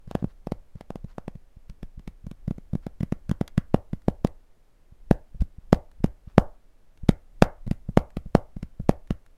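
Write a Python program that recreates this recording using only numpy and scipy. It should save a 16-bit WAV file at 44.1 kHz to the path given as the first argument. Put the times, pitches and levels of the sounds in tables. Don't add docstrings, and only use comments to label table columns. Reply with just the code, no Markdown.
import sys
import numpy as np
from scipy import signal
from scipy.fft import rfft, irfft, next_fast_len
from scipy.io import wavfile
from scipy.ndimage import map_coordinates

SR = 44100
rng = np.random.default_rng(int(sys.argv[2]) if len(sys.argv) > 2 else 0)


def waveform_to_disk(signal):
    frames = np.transpose(np.atleast_2d(signal))
    scaled = np.clip(frames, -1, 1) * 32767
    samples = np.round(scaled).astype(np.int16)
    wavfile.write(sys.argv[1], SR, samples)


N = 413216


def amp(db):
    return 10 ** (np.asarray(db) / 20)


def unit(x):
    return x / np.sqrt(np.mean(x ** 2) + 1e-20)


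def along(points, hz):
    f, v = np.transpose(points)
    return np.interp(np.log(hz + 1), np.log(f + 1), v)


def filtered(x, response):
    size = next_fast_len(len(x) + SR // 20, real=True)
    return irfft(rfft(x, size) * response(np.fft.rfftfreq(size, 1 / SR)), size)[:len(x)]


def noise(spectrum, size):
    return unit(filtered(rng.standard_normal(size), lambda hz: amp(along(spectrum, hz))))


def add(track, sound, s):
    start = round(s * SR)
    part = sound[max(0, -start):len(track) - start]
    track[max(0, start):][:len(part)] += part


def burst(t, life_s):
    return (t >= 0) * np.exp(-np.abs(t) / life_s)


# frequency in Hz, relative spectral density in dB.
AIR_SPECTRUM = [(20, -8), (100, 0), (250, -3), (550, -5), (1000, -12), (2000, -17), (4000, -23),
                (8000, -26.5), (16000, -29)]

def air(level_db=-68.5):
    return amp(level_db) * noise(AIR_SPECTRUM, N)


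# frequency in Hz, relative spectral density in dB.
GRIP_SPECTRUM = [(10, 5.5), (25, 6.5), (45, -8), (70, -11.5), (120, -25.5), (250, -31.5), (800, -58)]

def grip(rest_db=-54, brace_db=-45.5, db_per_knock_db=0.3, width_s=0.098, lag_s=0.028):
    t = np.linspace(0, N / SR, N // 200)
    power = amp(rest_db) ** 2
    for s, _, knock_db, _, _ in taps():
        bracing = np.exp(-0.5 * ((t - s - lag_s) / width_s) ** 2)
        power += (amp(brace_db + db_per_knock_db * knock_db) * bracing) ** 2
    return np.interp(np.arange(N) / SR, t, np.sqrt(power)) * noise(GRIP_SPECTRUM, N)


# centre in seconds, frequency in Hz, level in dB, half length in seconds.
HAND_JOGS = [(5.416, 53, -12.5, 0.01), (6.013, 40, -37, 0.026), (6.399, 58, -23, 0.0077)]

def jogs():
    t = np.arange(N) / SR
    return -sum(amp(db) * np.exp(-((t - s) / width) ** 2) * np.cos(2 * np.pi * hz * (t - s))
                for s, hz, db, width in HAND_JOGS)


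# frequency in Hz, relative spectral density in dB.
FRICTION_SPECTRUM = [(300, -2), (1000, 10), (2000, 2), (3000, -3), (5000, -4.5), (8000, -15.5),
                     (16000, -22.5)]

def friction(size, grain_db=4, slip_samples=40):
    steps = rng.standard_normal(size // slip_samples + 4)
    slips = map_coordinates(steps, [np.arange(size) / slip_samples], order=1)
    return unit(amp(grain_db * slips) * noise(FRICTION_SPECTRUM, size))


# centre in seconds, half length in seconds, level in dB.
FINGER_SLIDES = [(0.113, 0.029, -62), (.2, 0.029, -63), (0.3, 0.023, -64.5), (0.785, 0.021, -68.5),
                 (1.105, 0.023, -61.5), (2.84, 0.019, -65), (5.627, 0.022, -76.5), (6.3, 0.038, -68)]

def slides():
    t = np.arange(N) / SR
    envelope = sum(amp(db) * np.exp(-((t - s) / width) ** 2) for s, width, db in FINGER_SLIDES)
    return envelope * friction(N)


# frequency in Hz, reverberation time (60 dB of decay) in seconds.
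REVERB_TIMES = [(100, 0.04), (600, 0.29), (1500, 0.28), (4000, 0.063), (12000, 0.12)]
# frequency in Hz, relative gain of the radiation into the room in dB.
RADIATION = [(40, -28), (150, -14), (300, -1), (600, 1), (1200, 2.5), (2500, 2.5), (6000, 4), (9000, -6),
             (15000, -18)]

def room(x, build_up_s=0.00067):
    hz, t, spectra = signal.stft(rng.standard_normal(SR // 3), SR, nperseg=256)
    decay = amp(-60 * t / along(REVERB_TIMES, hz)[:, None])
    tail = signal.istft(spectra * decay, SR, nperseg=256)[1]
    tail *= 1 - np.exp(-np.arange(len(tail)) / SR / build_up_s)
    radiated = filtered(x, lambda f: amp(along(RADIATION, f)))
    return signal.fftconvolve(radiated, tail / np.linalg.norm(tail))[:N]


# resonance frequency in Hz, bandwidth in Hz, peak gain in dB.
CASING_MODES = [(52, 150, -21.5), (204.3, 115, -6), (317, 240, -14.5), (637, 170, -11), (827, 430, -2),
                (1180, 110, -7), (1514, 630, -7), (1866, 1400, 5.5), (2684, 292, -5.5)]

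def casing(hz):
    return -sum(amp(db) * 1j * hz * width / (mode_hz ** 2 - hz ** 2 + 1j * hz * width)
                for mode_hz, width, db in CASING_MODES)


# time of the peak in seconds, force level in dB.
PAD_PRESSES = [(1.572, -21.5), (1.98, -15.5), (2.246, -18), (4.926, -24), (5.587, -16.5), (6.007, -17),
               (6.278, -15), (7.037, -10.5)]

def presses(rise_s=0.0026, fall_s=0.0071):
    force = np.zeros(N)
    t = np.arange(-SR // 50, SR // 15) / SR
    pulse = np.exp(-(t / np.where(t < 0, rise_s, fall_s)) ** 2)
    for s, db in PAD_PRESSES:
        add(force, amp(db) * pulse, s + t[0])
    return filtered(force, casing)


# frequency in Hz, relative spectral density in dB.
TICK_SPECTRUM = [(150, -15), (500, 0.5), (1500, 3), (3000, -3.5), (5000, -6.5), (8000, -12.5), (12000, -14),
                 (16000, -23.5)]

def tick_noise(size):
    return noise(TICK_SPECTRUM, size)


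# start in seconds, level in dB.
NAIL_CLICKS = [(3.478, -34), (4.019, -57), (4.272, -38.5), (5.407, -45), (5.915, -55.5), (6.975, -55),
               (8.104, -54), (9.074, -53.5), (9.263, -53)]

def small_clicks(life_s=0.0023, room_db=-20, heavy_push_db=-7, clack_delay_s=0.016, clack_db=-21):
    clacks = [(s + clack_delay_s, tick_db + clack_db)
              for s, push_db, _, _, tick_db in taps() if push_db > heavy_push_db]
    track = np.zeros(N)
    t = np.arange(SR // 40) / SR
    for s, db in NAIL_CLICKS + clacks:
        add(track, amp(db) * burst(t, life_s) * tick_noise(len(t)), s)
    return track + amp(room_db) * room(track)


# frequency in Hz, relative spectral density in dB.
SWAY_SPECTRUM = [(15, -3), (40, 8), (75, 5.5), (130, -6.5), (250, -16.5), (600, -52)]

def sway(t, push_db, knock_db, push_share_db=-29, knock_share_db=-35, rise_s=0.0039, life_s=0.023):
    strength = amp(push_db + push_share_db) + amp(knock_db + knock_share_db)
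    return strength * (burst(t, life_s) - burst(t, rise_s)) * noise(SWAY_SPECTRUM, len(t))


# frequency in Hz, level relative to the tick in dB, decay time constant in seconds.
SHELL_MODES = [(2115, -9, 0.002), (2740, -12.5, 0.0018), (3580, -14.5, 0.0023), (5074, -20, 0.0025)]

def shell(t, spread_db=3, detune=0.032):
    return sum(amp(db + rng.normal(0, spread_db)) * burst(t, life_s)
               * np.sin(2 * np.pi * hz * rng.normal(1, detune) * t) for hz, db, life_s in SHELL_MODES)


def graze(t, lead_s=0.0029, width_s=0.0017):
    return np.exp(-((t + lead_s) / width_s) ** 2) * friction(len(t))


def tick(t, contact_s, life_s=0.0012, rebound_db=-11, scuff_db=-24, scuff_s=0.015, graze_db=-19):
    touch = t + min(2 * contact_s, 0.0022)
    jolt = filtered(burst(touch, life_s), casing)
    rebound_gain = amp(rebound_db + rng.normal(0, 2))
    rebound_delay_s = rng.uniform(0.003024, 0.00324)
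    rebound = rebound_gain * burst(touch - rebound_delay_s, life_s / 2)
    scuff = amp(scuff_db) * burst(touch, scuff_s) * friction(len(t))
    click = (burst(touch, life_s) + rebound) * tick_noise(len(t))
    return jolt + click + shell(touch) + scuff + amp(graze_db) * graze(touch)


def knock(t, push_db, knock_db, contact_s, roundness=1.702, push_delay_s=0.0061, push_width_s=0.0047,
          landing_db=-15, landing_s=0.00085):
    landing = amp(knock_db + landing_db) * np.exp(-((t + min(contact_s, 0.0018)) / landing_s) ** 2)
    peak = amp(knock_db) * np.exp(-np.abs(t / contact_s) ** roundness)
    push = amp(push_db) * np.exp(-0.5 * ((t - push_delay_s) / push_width_s) ** 2)
    return filtered(landing + peak + push, casing)


# time in seconds, level in dB of the push behind a 0 dB knock.
HAND_WEIGHT = [(0, -14), (1.3, -16), (1.7, -2.5), (2.1, -4), (2.5, -14), (3.4, -20.5), (3.75, -5.5),
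               (5.5, -3), (9.37, -4.5)]
# time of the peak in seconds, knock level in dB, contact half length in ms, tick level in dB.
FINGER_TAPS = [(0.0784, -19.5, 1.9, -56), (0.113, -18.5, 0.43, -38), (0.1529, -3.5, 0.6, -32),
               (0.2269, -10.5, 1.02, -59), (0.2442, -4, 1, -46.5), (0.4716, -12, 0.577, -38.5),
               (0.5211, -7, 0.64, -34.5), (0.7579, -17.5, 2.06, -56), (0.8104, -23, 0.42, -41.5),
               (0.9055, -15, 0.51, -41.5), (0.958, -16, 0.62, -43), (1.0467, -13.5, 1.78, -55.5),
               (1.1829, -14.5, 0.44, -40), (1.2812, -13.5, 0.64, -40), (1.3565, -18.5, 1.85, -56.5),
               (1.7, -20, 2, -43), (1.8315, -18, 0.88, -40.5), (1.9965, -28, 1.15, -51),
               (2.0785, -17, 0.98, -38.5), (2.2694, -14.5, 1.46, -48), (2.3153, -19, 0.98, -42),
               (2.4812, -5, 1.57, -44), (2.5108, -6.5, 1.07, -42), (2.5836, -20.0, 0.9, -47.5),
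               (2.7354, -5.0, 1.53, -47), (2.7542, -5, 1.08, -43), (2.868, -11.5, 0.73, -41.5),
               (3.0091, -6.5, 1.47, -39), (3.033, -4.5, 1.18, -36.5), (3.1248, -3.5, 0.89, -36),
               (3.2966, -6.5, 1.6, -35.5), (3.3156, -1.5, 1.17, -32.5), (3.413, -2.5, 0.79, -34),
               (3.5807, 2.5, 1.34, -28.5), (3.7448, 4.0, 0.62, -30), (3.934, -7, 1.16, -41.5),
               (4.084, 2, 0.67, -32.5), (4.2492, 1, 0.71, -31.5), (5.1122, 6.5, 0.68, -27),
               (5.3496, -22, 2.1, -68), (5.4213, -7.5, 1.41, -39.5), (5.7296, 9, 0.54, -18.5),
               (6.044, 2.5, 0.91, -27.5), (6.3812, 12.0, 0.5, -22.5), (7.0923, 7.0, 0.89, -20.5),
               (7.4237, 11.5, 0.46, -13.5), (7.6694, -13.0, 1.9, -52.5), (7.6785, -12.5, 1.32, -45),
               (7.714, -2.0, 1.18, -32), (7.8918, -8.5, 1.62, -71.5), (7.9742, 8.0, 0.52, -21),
               (8.1709, -9, 0.84, -34.5), (8.2623, -17.5, 1.7, -71), (8.3517, 7.5, 0.51, -24),
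               (8.5684, -14.5, 1.28, -56), (8.631, -12, 1.23, -39.5), (8.8014, -10.0, 1.68, -57),
               (8.8939, 5, 0.58, -22), (9.1087, -3.5, 0.95, -33.5)]

def taps(db_per_knock_db=0.5):
    s, knock_db, contact_ms, tick_db = np.transpose(FINGER_TAPS)
    push_db = np.interp(s, *np.transpose(HAND_WEIGHT)) + db_per_knock_db * knock_db
    return zip(s, push_db, knock_db, contact_ms / 1000, tick_db)


def fingers(knock_room_db=-24, tick_room_db=-19):
    knocks, ticks, rocking = np.zeros((3, N))
    t = np.arange(-SR // 50, SR // 9) / SR
    for s, push_db, knock_db, contact_s, tick_db in taps():
        add(knocks, knock(t, push_db, knock_db, contact_s), s + t[0])
        add(ticks, amp(tick_db) * tick(t, contact_s), s + t[0])
        add(rocking, sway(t, push_db, knock_db), s + t[0])
    reverberation = room(amp(knock_room_db) * knocks + amp(tick_room_db) * ticks)
    return knocks + ticks + rocking + reverberation


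def scene():
    handling = presses() + slides() + jogs() + grip()
    return (handling + fingers() + air() + small_clicks())[None]


def record(dry, hardness=14, rolloff_hz=14800, band_limit_hz=16000):
    x = dry[0]
    clipped = x / (1 + np.abs(x) ** hardness) ** (1 / hardness)
    dulled = filtered(clipped, lambda hz: 1 / np.sqrt(1 + (hz / rolloff_hz) ** 10))
    return filtered(dulled, lambda hz: 1 / (1 + (hz / band_limit_hz) ** 120))[None]


dry = scene()
out = record(dry)
waveform_to_disk(out)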